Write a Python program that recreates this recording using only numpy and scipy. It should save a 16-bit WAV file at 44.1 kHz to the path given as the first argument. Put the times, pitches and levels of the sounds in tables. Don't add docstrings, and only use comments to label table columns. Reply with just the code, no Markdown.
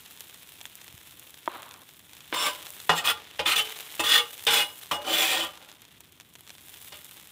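import sys
import numpy as np
from scipy import signal
from scipy.fft import rfft, irfft
from scipy.io import wavfile

SR = 44100
rng = np.random.default_rng(int(sys.argv[2]) if len(sys.argv) > 2 else 0)


def int16_out(signal):
    q = np.round(np.clip(np.atleast_2d(signal).T, -1, 1) * 32767)
    wavfile.write(sys.argv[1], SR, q.astype(np.int16))


def ratio(d):
    e = np.asarray(d, float) / 20
    return 10 ** e


N = 322371

# (time [s], peak [dB], share of lower frame mode [dB], of upper frame mode [dB])
TAPS = [(2.326, -9.5, -11, -11.5), (2.894, -8, -3, 8.5), (3.044, -25.5, 7, -16), (3.392, -13, 1.5, -2),
        (3.46, -14, 0, -8), (3.562, -29, -8, 6), (3.994, -12.5, 0, -12), (4.038, -18.5, -23, -1.5),
        (4.122, -42, -6, 17), (4.472, -26, 5, -27), (4.9127, -14, 1, 3), (5.404, -31, -6, -8),
        (6.922, -32.5, 3, -6)]
# (frequency [Hz], density [dB per Hz])
SIZZLE = [(240, -25.5), (400, -6.5), (467, -7.5), (553, -9.5), (949, -6.5), (1270, -7.5), (1760, -5.5),
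          (2360, -4.5), (3530, 1), (4580, -8), (7630, -1.5), (13700, 0), (16000, 1)]
# (frequency [Hz], density [dB per Hz])
STEEL = [(59, -55), (100, -66), (322, -16.5), (381, -28), (471, -19.5), (676, -17.5), (818, -16.5),
         (1830, -14), (2080, -13), (3470, -12.5), (5650, -27), (14400, -31.5), (16000, -8.5)]


def rms_one(x):
    return x / np.sqrt(np.mean(x ** 2) + 1e-20)


def in_time(rows, outside=None):
    s, *columns = np.transpose(rows)
    return [np.interp(np.arange(N) / SR, s, c, outside, outside) for c in columns]


def at_hz(points, hz):
    point_hz, point_db = np.transpose(points)
    return np.interp(np.log(hz), np.log(point_hz), point_db)


def drift(rate):
    r = np.exp(-80 * np.pi * rate / SR)
    slow = signal.lfilter([1], [1, -2 * r, r * r], rng.standard_normal(N // 40 + 2002))[2000:]
    return np.interp(np.arange(N) / 40, np.arange(len(slow)), rms_one(slow))


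def ring(x, hz, t60):
    r, w = ratio(-60 / (t60 * SR)), 2 * np.pi * hz / SR
    return signal.lfilter([.5, 0, -.5], [1, -2 * r * np.cos(w), r * r], x + 1e-18)


def colour(x, spectrum):
    cepstrum = irfft(np.log(ratio(at_hz(spectrum, np.linspace(1, SR / 2, 2049)))))
    cepstrum[1:2048] *= 2
    cepstrum[2049:] = 0
    response = rms_one(irfft(np.exp(rfft(cepstrum)))) / 64
    return signal.fftconvolve(x, response)[:N]


def grains(per_s, spread_db):
    sizes = ratio(spread_db * np.minimum(rng.exponential(1, N), 5)) * rng.choice([-1, 1], N)
    return sizes * (rng.random(N) < per_s / SR)


def clicks(times, sizes):
    out = np.zeros(N)
    out[(np.asarray(times) * SR).astype(int)] = sizes
    return out


def bands(x, low_hz, high_hz):
    low, below = (signal.sosfiltfilt(signal.butter(2, hz, fs=SR, output="sos"), x + 1e-18)
                  for hz in (low_hz, high_hz))
    return low, below - low, x - below


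def spatula():
    force = friction() * ratio([[4.0], [0], [5.0]])
    chatter = ratio(1.3 * drift(90))
    grit = [rms_one(grains(12000, 3.15)) * chatter for k in range(4)]
    return steel_modes(force, grit) + hollow_frame(force[0] * grit[0]) + rubbing(force, chatter)


def steel_modes(force, grit):
    # (frequency [Hz], level [dB], t60 [s])
    blade = [(838, -2, 0.24), (1390, -12, 0.18), (2770, 0.5, 0.13), (2940, -2, 0.22), (2890, -2, 0.3),
             (3400, 0, 0.16), (3850, -30, 1.2), (4900, -11, 0.58), (6000, -16, 0.12), (8400, -12, 0.12),
             (9300, -15, 0.15), (9900, -23, 0.3), (11500, -13, 0.15), (13930, -23, 0.088)]
    # (frequency [Hz], width [Hz], level [dB])
    griddle = [(328, 25, -19), (460, 12, -12.5), (597.7, 19.5, -11.5), (726, 10, -18.5), (860, 14, -39),
               (1003, 21, -9.5), (1203, 70, -6.5), (1858, 40, -7), (2550, 40, -4), (2890, 45, -2),
               (3030, 26, -11), (3410, 50, -2.5), (3600, 24, -1.5), (3985, 47, -18),
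               (5130, 30, -13), (5900, 45, -31), (7050, 80, -10.5), (8290, 42, -9.5), (9100, 33, -32),
           (9520, 42, -21), (11030, 60, -17), (11870, 60, -17), (14450, 60, -39)]
    # (from [s], to [s],
    # frequency [Hz], width [Hz], level [dB])
    hums = [(2.325, 2.37, 1010, 150, -4), (2.2, 2.5, 1150, 93, -4.5), (2.43, 2.5, 2250, 46, -8),
            (2.39, 2.45, 5400, 60, -9), (2.9, 2.5, 3650, 50, -5), (2.35, 2.5, 7350, 80, -12),
            (2, 2.48, 5400, 60, -19), (2.45, 2.5, 5200, 60, -18), (2.32, 3, 3590, 18, -8),
            (2.6, 2.925, 1870, 30, -3), (2.887, 2.94, 962, 98, -4), (3.1, 2.93, 1300, 110, -7),
            (2.886, 3.036, 732, 12, -13.5), (2.88, 3.04, 7600, 54, -10), (3.05, 3.12, 1150, 210, -1.5),
            (3.8, 3.19, 3600, 36, -6.5), (3.4, 3.454, 518, 140, 2), (3.457, 3.55, 1290, 220, 3),
            (2.32, 2.6, 9500, 36, -17), (4.032, 4.28, 1203, 110, -1.5), (4.03, 4.28, 3400, 49, -0.5),
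            (4.104, 4.33, 474, 10, -11.5), (4.465, 4.57, 459, 18, -11), (4.47, 4.63, 1480, 500, -6),
            (4.46, 4.696, 825, 15, -8), (4.455, 4.706, 3405, 28, 1), (4.465, 4.72, 9550, 24, -15),
            (5.02, 6.2, 331, 24, -15), (4.97, 5.193, 571, 23, -7.5), (5.28, 5.702, 528, 34, -11),
            (5.035, 5.7, 764, 29, -9.5), (5.1, 5.45, 3400, 330, -4), (4.5, 5.4, 14600, 400, -17),
            (2.95, 3.0, 6490, 60, -16), (2.97, 3.03, 6870, 40, -16), (2.95, 3.0, 7850, 80, -20),
                  (2.95, 3.01, 11700, 60, -15), (2.967, 3.005, 2960, 50, 1), (3.036, 3.092, 2500, 80, -2.5),
                  (3.05, 3.12, 12090, 70, -15), (3.05, 3.12, 8850, 60, -20), (3.064, 3.18, 1900, 40, -13),
                  (3.067, 3.19, 852, 25, -7), (3.077, 3.192, 1394, 30, -6), (3.384, 3.45, 3112, 40, -1),
                  (3.38, 3.425, 2460, 60, -6), (3.39, 3.423, 1930, 60, -7), (3.447, 3.54, 2476, 60, 0),
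                  (3.45, 3.537, 3110, 50, -0.5), (3.46, 3.533, 4102, 60, -11),
                  (3.465, 3.623, 9130, 40, -17.5), (3.46, 3.62, 14300, 80, -24), (3.51, 3.6, 2733, 50, -5),
                  (3.553, 3.625, 5970, 40, -17), (3.55, 3.597, 1263, 60, -4), (3.99, 4.035, 2640, 80, 0.5),
                  (3.99, 4.035, 3270, 60, -10), (3.99, 4.035, 1000, 60, -9.5), (3.99, 4.035, 7677, 80, -19),
                  (4.045, 4.172, 4830, 60, -12), (4.04, 4.2, 13000, 60, -19), (4.12, 4.169, 1847, 40, -5),
                  (4.107, 4.21, 4113, 50, -9), (4.18, 4.234, 2200, 40, 0), (4.173, 4.26, 3030, 40, -7),
                  (4.463, 4.53, 3566, 35, -7), (4.468, 4.574, 8430, 50, -15),
                  (4.526, 4.63, 11750, 90, -13.5), (4.56, 4.637, 2520, 50, -1),
                  (4.573, 4.636, 2890, 35, -8), (4.57, 4.64, 8500, 40, -22.5), (4.517, 4.63, 6540, 60, -21),
                  (4.91, 4.957, 5260, 80, -11),
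            (5.05, 5.14, 3036, 40, 4.5), (4.6, 5.2, 3000, 46, -11), (5.1, 5.22, 3420, 60, -6),
                 (5.19, 4.3, 4000, 40, -8), (5.2, 4.4, 1860, 30, -11), (5.24, 5.36, 3045, 45, -8),
                 (4.8, 5.35, 2401, 50, -6.5), (5.35, 5.46, 3305, 60, 1), (5.8, 4.7, 9550, 60, -24),
                 (4.2, 5.3, 6010, 40, -19), (5.13, 5.3, 14490, 90, -12), (6.3, 5.3, 13920, 40, -14),
                 (5.7, 5.36, 14650, 80, -15), (5.19, 5.28, 11280, 55, -16), (5.05, 5.9, 7300, 140, -16),
                 (5.35, 6.4, 1400, 30, -13), (5.42, 5.55, 1200, 40, -3)]
    damping = .06
    small_hz = np.geomspace(270, 14600, num=110) * rng.uniform(0.9, 1.03, size=110)

    modes = [(hz, db - 19.5, min(t60, .22), 1) for hz, db, t60 in blade]
    for hz in small_hz:
        db = at_hz(STEEL, hz) - 5.0 + 2.95 * np.log2(hz / 3000)
        modes.append((hz, db, min(.1, 240 / hz), woken(hz)))
    for hz, width, db in griddle:
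        modes.append((hz, db - 9.0, min(11.4 / width, 60 / np.sqrt(hz) * damping), woken(hz)))
    t, steady = np.arange(N) / SR, len(modes)
    for start, end, hz, width, db in hums:
        caught = (t >= start) & (t < end)
        modes.append((hz, db - 8.0, min(4.3 / width, 60 / np.sqrt(hz) * damping), caught))

    wander = [ratio(1.2 * drift(5.5)) for k in range(8)]
    s, tap_db, *_ = np.transpose(TAPS)
    luck = rng.normal(size=(len(TAPS), len(modes)))
    out = np.zeros(N)
    for k, (hz, db, t60, place) in enumerate(modes):
        contact = int(hz > 1400) + int(hz > 5200)
        share = wander[k % 8] * wander[k // 8 % 8] if k < steady else 1
        rub = force[contact] * grit[k % 4] * share / np.sqrt(t60 * SR / 28)
        blunt_db = -4.5 - 4.9 * np.log2(hz / 1000)
        tap = clicks(s, luck[:, k] * ratio(tap_db + blunt_db))
        out += ratio(db) * ring((rub + tap) * place, hz, t60)
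    return signal.sosfilt(signal.butter(2, 240, "high", fs=SR, output="sos"), out)


def hollow_frame(rub):
    # (frequency [Hz], level [dB], t60 [s])
    frame_modes = [(81.3, -16, 0.39), (164.6, -7.5, 0.23)]
    s, tap_db, *frame_db = np.transpose(TAPS)
    out = np.zeros(N)
    for (hz, db, t60), share_db in zip(frame_modes, frame_db):
        push = signal.lfilter(np.hanning(240) / 120, 1, clicks(s, ratio(tap_db + share_db - 17.5)))
        out += ratio(db) * ring(push + ratio(-54.5) * rub, hz, t60)
    return out


def rubbing(force, chatter):
    parts = bands(colour(rms_one(grains(15000, 4.5)) * chatter, STEEL), low_hz=1400, high_hz=4900)
    patchy = ratio([[2.0], [2.0], [3.0]] * np.array([drift(27) for band in range(3)]))
    s, tap_db, *_ = np.transpose(TAPS)
    crack = signal.lfilter([1], [1, -ratio(-60 / (0.072 * SR))], clicks(s, ratio(tap_db - 11.5)))
    rub = ratio(-5.0) * np.sum(force * parts * patchy, axis=0)
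    return rub + crack * (parts[0] + parts[1] + ratio(-29.0) * parts[2])


def friction():
    # (start [s], length [s], friction at start [dB], at lift-off [dB], griddle share [dB])
    scrapes = [(2.339, 0.13, -30, -20.5, -4), (2.951, 0.034, -32, -24, -3), (3.044, .026, -26, -18.5, -8),
               (3.073, 0.029, -20, -19.5, -6), (3.457, 0.066, -27.5, -19.5, -9),
               (3.559, 0.035, -18.5, -21, -8), (4.038, 0.11, -26, -14.5, -12.5),
               (4.137, 0.051, -17.5, -20.5, -8.5), (4.506, 0.1, -20, -20.5, -6),
               (5.044, 0.069, -37, -24, 0.5), (5.123, 0.108, -23, -18, -7.5),
               (5.227, 0.068, -20.5, -25, -8), (5.302, 0.078, -21, -28, -4), (5.387, 0.05, -28, -30.5, -1),
               (5.555, 0.19, -60.5, -75, 10.5)]
    # (time [s], friction [dB], fall [dB per s], griddle share [dB], edge share [dB])
    landings = [
        (2.8933, -21.5, 303, 9, -33),
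        (3.393, -20.5, 698, -4, -24),
        (3.995, -21, 552, -0.5, 1.5),
        (4.467, -16.5, 218, -6, -6),
        (4.912, -27.5, 316, 8, 2.5),
        (6.921, -38.5, 300, -5.5, -12),
    ]
    attack, impact = 3013, 39994
    lift, lift_slows_s = 591, 0.15
    settle_db, settle_rate, settle_share = 22.5, 124, 0.46
    griddle_lingers, edge_lingers = 0.35, -0.11

    rows = [(s, long, a, b, attack, lift / (1 + long / lift_slows_s), griddle_db, -1.5)
            for s, long, a, b, griddle_db in scrapes]
    rows += [(s, .001, db, db, impact, fall, griddle_db, edge_db)
             for s, db, fall, griddle_db, edge_db in landings]
    t, best_db = np.arange(N) / SR, np.full((3, N), -150.)
    for s, long, start_db, end_db, rise, fall, griddle_db, edge_db in rows:
        lifted = s + long + settle_db / fall
        loose_db = end_db - settle_db
        rest_db = loose_db - max(settle_rate, fall * settle_share)
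        db = np.interp(t, [s - 1, s, s + long, lifted, lifted + 1],
                       [start_db - rise, start_db, end_db, loose_db, rest_db])
        lighter = np.clip(max(start_db, end_db) - db, 0, 45) * (t > s)
        shares_db = [griddle_db + griddle_lingers * lighter, 0 * db, edge_db + edge_lingers * lighter]
        best_db = np.maximum(best_db, db + shares_db)
    return ratio(best_db)


def woken(hz):
    # (time [s], distance from the rim [m])
    places = [(2.32, 0.399), (2.89, 0.44), (3.04, 0.445), (3.39, 0.502), (3.451, 0.2), (3.55, 0.459),
              (3.99, 0.16), (4.465, 0.4), (4.911, 0.487), (5.04, 0.024), (5.219, 0.507), (6.915, 0.528)]
    s, place_m = np.transpose(places)
    wavelength_m = .2 / np.sqrt(hz / 1000)
    crest = np.cos(4 * np.pi * place_m / wavelength_m)
    now = np.maximum(np.searchsorted(s, np.arange(N) / SR) - 1, 0)
    return ratio(4 * (crest - 1.5))[now]


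def singing():
    # (time [s], frequency [Hz], peak [dB], t60 [s])
    freed = [(2.33, 950, -42, 0.097), (2.49, 1000, -33, 0.27), (2.899, 2890, -22.5, 0.22),
             (3.085, 3410, -18.5, 0.14), (3.458, 3500, -14.5, 0.054), (3.562, 3463, -14, 0.048),
             (3.585, 3046, -20.5, 0.23), (3.59, 439, -43, 0.68), (3.992, 333, -28, 0.13),
             (4.2, 478, -42.5, 0.42), (4.602, 2894, -21.5, 0.26), (4.612, 9500, -35, 0.21),
             (4.19, 9520, -39, .2), (4.63, 4000, -46, 0.3), (4.62, 840, -41, 0.23),
             (4.913, 1000, -26, 0.12), (4.913, 1173, -24, 0.13), (4.93, 2890, -31, 0.32),
             (4.99, 591, -40, 0.43), (5.404, 3046, -24, 0.23)]
    swell = np.hanning(260) / 130
    out = np.zeros(N)
    for s, hz, db, t60 in freed:
        push = swell * np.cos(2 * np.pi * hz * np.arange(len(swell)) / SR) * 2
        out += ring(signal.fftconvolve(clicks([s], ratio(db)), push)[:N], hz, t60)
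    return out


def snags():
    # (time [s], frequency [Hz], peak [dB], t60 [s])
    barks = [(2.327, 3000, -28, .02), (2.4525, 3260, -28, .015), (2.468, 3200, -22, .015),
             (2.8925, 2900, -13, 0.018), (2.8958, 1500, -12, 0.014), (2.903, 1870, -6.5, 0.01),
             (2.908, 810, -6, 0.011), (2.98, 3000, -18.5, .015), (3.074, 3280, -4, 0.018),
             (3.393, 1960, -24, 0.023), (3.483, 3320, -15, .02), (3.518, 2760, -9, 0.022),
             (4.1258, 3350, -1, .012), (4.1375, 3460, -12, .015), (4.1505, 3600, -18, .015),
             (4.158, 3400, -13, 0.021), (4.1885, 3400, -12, .015), (4.4745, 3580, -12, .015),
             (4.4805, 2430, -6, 0.015), (4.604, 3250, -25, 0.016), (4.617, 2850, -9.5, 0.017),
             (4.9125, 1000, -5, 0.034), (4.914, 3170, -15, .015), (4.918, 3000, -11, .012),
             (4.9185, 950, -15, 0.037), (4.9265, 3200, -15.5, 0.015)]
    swell = np.hanning(24) / 12
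    out = np.zeros(N)
    for s, hz, db, t60 in barks:
        push = swell * np.cos(2 * np.pi * hz * np.arange(len(swell)) / SR)
        out += ring(np.convolve(clicks([s], ratio(db)), push)[:N], hz, t60)
    return out


def frying():
    # (time [s], vigour [dB], share of fine spray [dB])
    vigour = [(0.0, -56, -3), (1.4, -57.5, -3.5), (1.95, -60.5, -2.5), (2.3, -56.5, -5), (2.55, -50.5, -4),
              (2.83, -53, -0.5), (3.2, -51, -13.5), (3.44, -54.5, -9), (3.56, -42, -8), (3.95, -49, -3.5),
              (4.78, -56.5, 0.5), (5.1, -49, -15), (5.3, -35.5, -11.5), (5.56, -53.5, -9.5),
              (5.82, -61, -8.5), (6.29, -64, -4.5), (6.84, -55.5, 1), (7.31, -58, -3)]
    rim_db, spray_db = in_time(vigour)
    clump = ratio(5.0 * drift(50))
    broad, large, small = (rms_one(grains(per_s * clump, 3.7)) for per_s in (500, 500, 700))
    dull = sum(bands(large, low_hz=1500, high_hz=5870)[:2])
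    thin = bands(small, low_hz=1500, high_hz=6960)[2]
    crackle = broad + ratio(-0.5) * dull + ratio(1.0) * thin
    drops, dealt = grains(600 * clump, 3.6), rng.integers(0, 12, N)
    pitches = np.geomspace(2000, 14000, num=12)
    fizz = sum(ring(drops * (dealt == k), hz, 6.1 / hz) for k, hz in enumerate(pitches))
    hiss = rng.standard_normal(N) * ratio(1.5 * drift(20))
    fat = colour(ratio(1.5) * crackle + ratio(-8.0) * rms_one(fizz) + ratio(-1.0) * hiss, SIZZLE)
    low, middle, high = bands(fat, low_hz=1510, high_hz=4980)
    return ratio(rim_db + 7.0) * (low + middle) + ratio(rim_db + spray_db + 3.0) * high


def pops():
    # (time [s], peak [dB])
    full = [(0.0601, -21.5), (.174, -20.5), (.2059, -19), (0.3444, -22.5), (0.6057, -22), (0.6124, -13.5),
            (0.654, -13.5), (.8155, -20), (0.8796, -18), (1.3423, -20), (1.459, -20), (1.63, -19),
            (1.71, -20), (1.7396, -19.5), (1.8909, -22.5), (2.1331, -18.5), (2.1673, -21), (2.2052, -21.5),
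            (2.556, -21), (2.6278, -22), (2.6669, -14.5), (2.801, -14.5), (3.7629, -24), (4.3939, -17.5),
            (4.438, -18), (4.813, -21), (4.867, -21),
            (5.5753, -20.5), (5.647, -26), (5.7153, -21.5), (5.749, -28), (5.82, -26), (5.8513, -22.5),
            (6.0053, -28), (6.0107, -31), (6.1996, -18.5), (6.2087, -20.5), (6.3533, -19.5), (6.357, -30),
            (6.4072, -30), (6.467, -26), (6.4754, -20), (6.4938, -18), (6.5033, -17.5), (6.551, -24),
            (6.582, -21.5), (6.6926, -23), (6.7402, -19.5), (6.7714, -22), (6.9245, -19), (7.1108, -25.5),
            (7.2714, -30)]
    # (time [s], peak [dB])
    spits = [(.2059, -30), (0.3433, -39.5), (0.6615, -39.5), (0.7536, -34), (0.8427, -39), (1.1954, -36),
             (1.305, -41), (1.6208, -38), (1.6904, -42), (1.992, -45), (2.7037, -30.5), (3.3054, -54),
             (3.3677, -55), (3.9532, -32), (4.4376, -31.5), (4.4507, -30), (4.7721, -47), (5.448, -31),
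             (5.8182, -41), (6.0053, -39), (6.122, -44.5), (6.3375, -47), (6.407, -40.5), (6.8454, -47),
             (7.0449, -35.5), (7.1108, -39), (7.272, -40.5)]
    rows = [(s, db, -28) for s, db in full]
    rows += [(s + .0001, db + 6, -6) for s, db in spits]
    s, db, bright_db = np.transpose(rows)
    s = s + 0.00082
    sign = rng.choice([-1, 1], len(s))
    fade = signal.lfilter([1], [1, -ratio(-60 / (.025 * SR))], clicks(s, ratio(db)))
    splash = ratio(-19.5) * fade * grains(11000, 4.96)
    burst = colour(clicks(s, sign * ratio(db + 4.0)) + splash, SIZZLE)
    dull = sum(bands(burst, low_hz=1500, high_hz=6600)[:2])
    bright = bands(clicks(s, sign * ratio(db + bright_db + 19.5)), low_hz=3000, high_hz=6160)[2]
    pulse = dull + bright
    return pulse + ratio(-14) * np.roll(pulse, int(.0012 * SR))


def plate():
    # (time [s], peak [dB])
    knocks = [
        (1.476, -16.5),
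    ]
    # (frequency [Hz], level [dB], t60 [s])
    paper = [(360, -14.5, 0.038), (685, -5.5, 0.013), (1000, 4.5, 0.01), (950, -24, 0.1),
             (1900, -14, 0.0088), (3250, -1.5, 0.0067)]
    # (time [s], level [dB])
    strokes = [
        (1.494, -41),
        (1.528, -44),
        (1.6, -46),
        (1.63, -52),
        (1.68, -50),
        (1.76, -51),
        (1.792, -59),
        (1.83, -52.5),
        (1.87, -102),
    ]
    # (frequency [Hz], density [dB per Hz])
    brush_colour = [(120, -36), (200, -17), (253, -4.5), (409, -6), (800, -0.5), (967, 2.5), (1200, 1),
                    (1980, -8), (3950, -8.5), (4500, -20), (5850, -51), (9900, -120)]
    # (time [s], peak [dB], frequency [Hz])
    bumps = [
        (0.941, -37, 99),
    ]
    (s, knock_db), = knocks
    blow = clicks([s + .001, s + .0042], -ratio([knock_db, knock_db - 8]))
    blow = signal.lfilter(np.hanning(20) / 10, 1, blow)
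    knock = sum(ratio(db + 2.0) * ring(blow, hz, t60) for hz, db, t60 in paper)
    knock = signal.sosfilt(signal.butter(2, 220, "high", fs=SR, output="sos"), knock)
    grit = grains(9000, 2.0) * ratio(1.8 * drift(30))
    brush = ratio(in_time(strokes, -150)[0]) * rms_one(colour(grit, brush_colour))
    out = knock + brush
    for s, db, hz in bumps:
        out += ring(signal.lfilter(np.hanning(150) / 75, 1, clicks([s], ratio(db))), hz, 0.036)
    return out


def woods():
    # (frequency [Hz], density [dB per Hz])
    rumble = [(12, -75), (20, -29), (48, -11), (82, 3.5), (172, 1.5), (229, -2), (317, -1), (555, -14),
              (1500, -14.5), (1950, -27), (3300, -120)]
    return ratio(-63.5 + 0.5 * drift(3.1)) * rms_one(colour(rng.standard_normal(N), rumble))


def scene():
    mono = spatula() + singing() + snags() + frying() + pops() + plate() + woods()
    return np.tile(mono, (2, 1))


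def low_pass(x):
    return signal.sosfilt(signal.butter(12, 16970, fs=SR, output="sos"), x)


def record(dry):
    cut = signal.sosfilt(signal.cheby2(20, 48, 15800, fs=SR, output="sos"), dry)
    return low_pass(cut)


dry = scene()
out = record(dry)
int16_out(out)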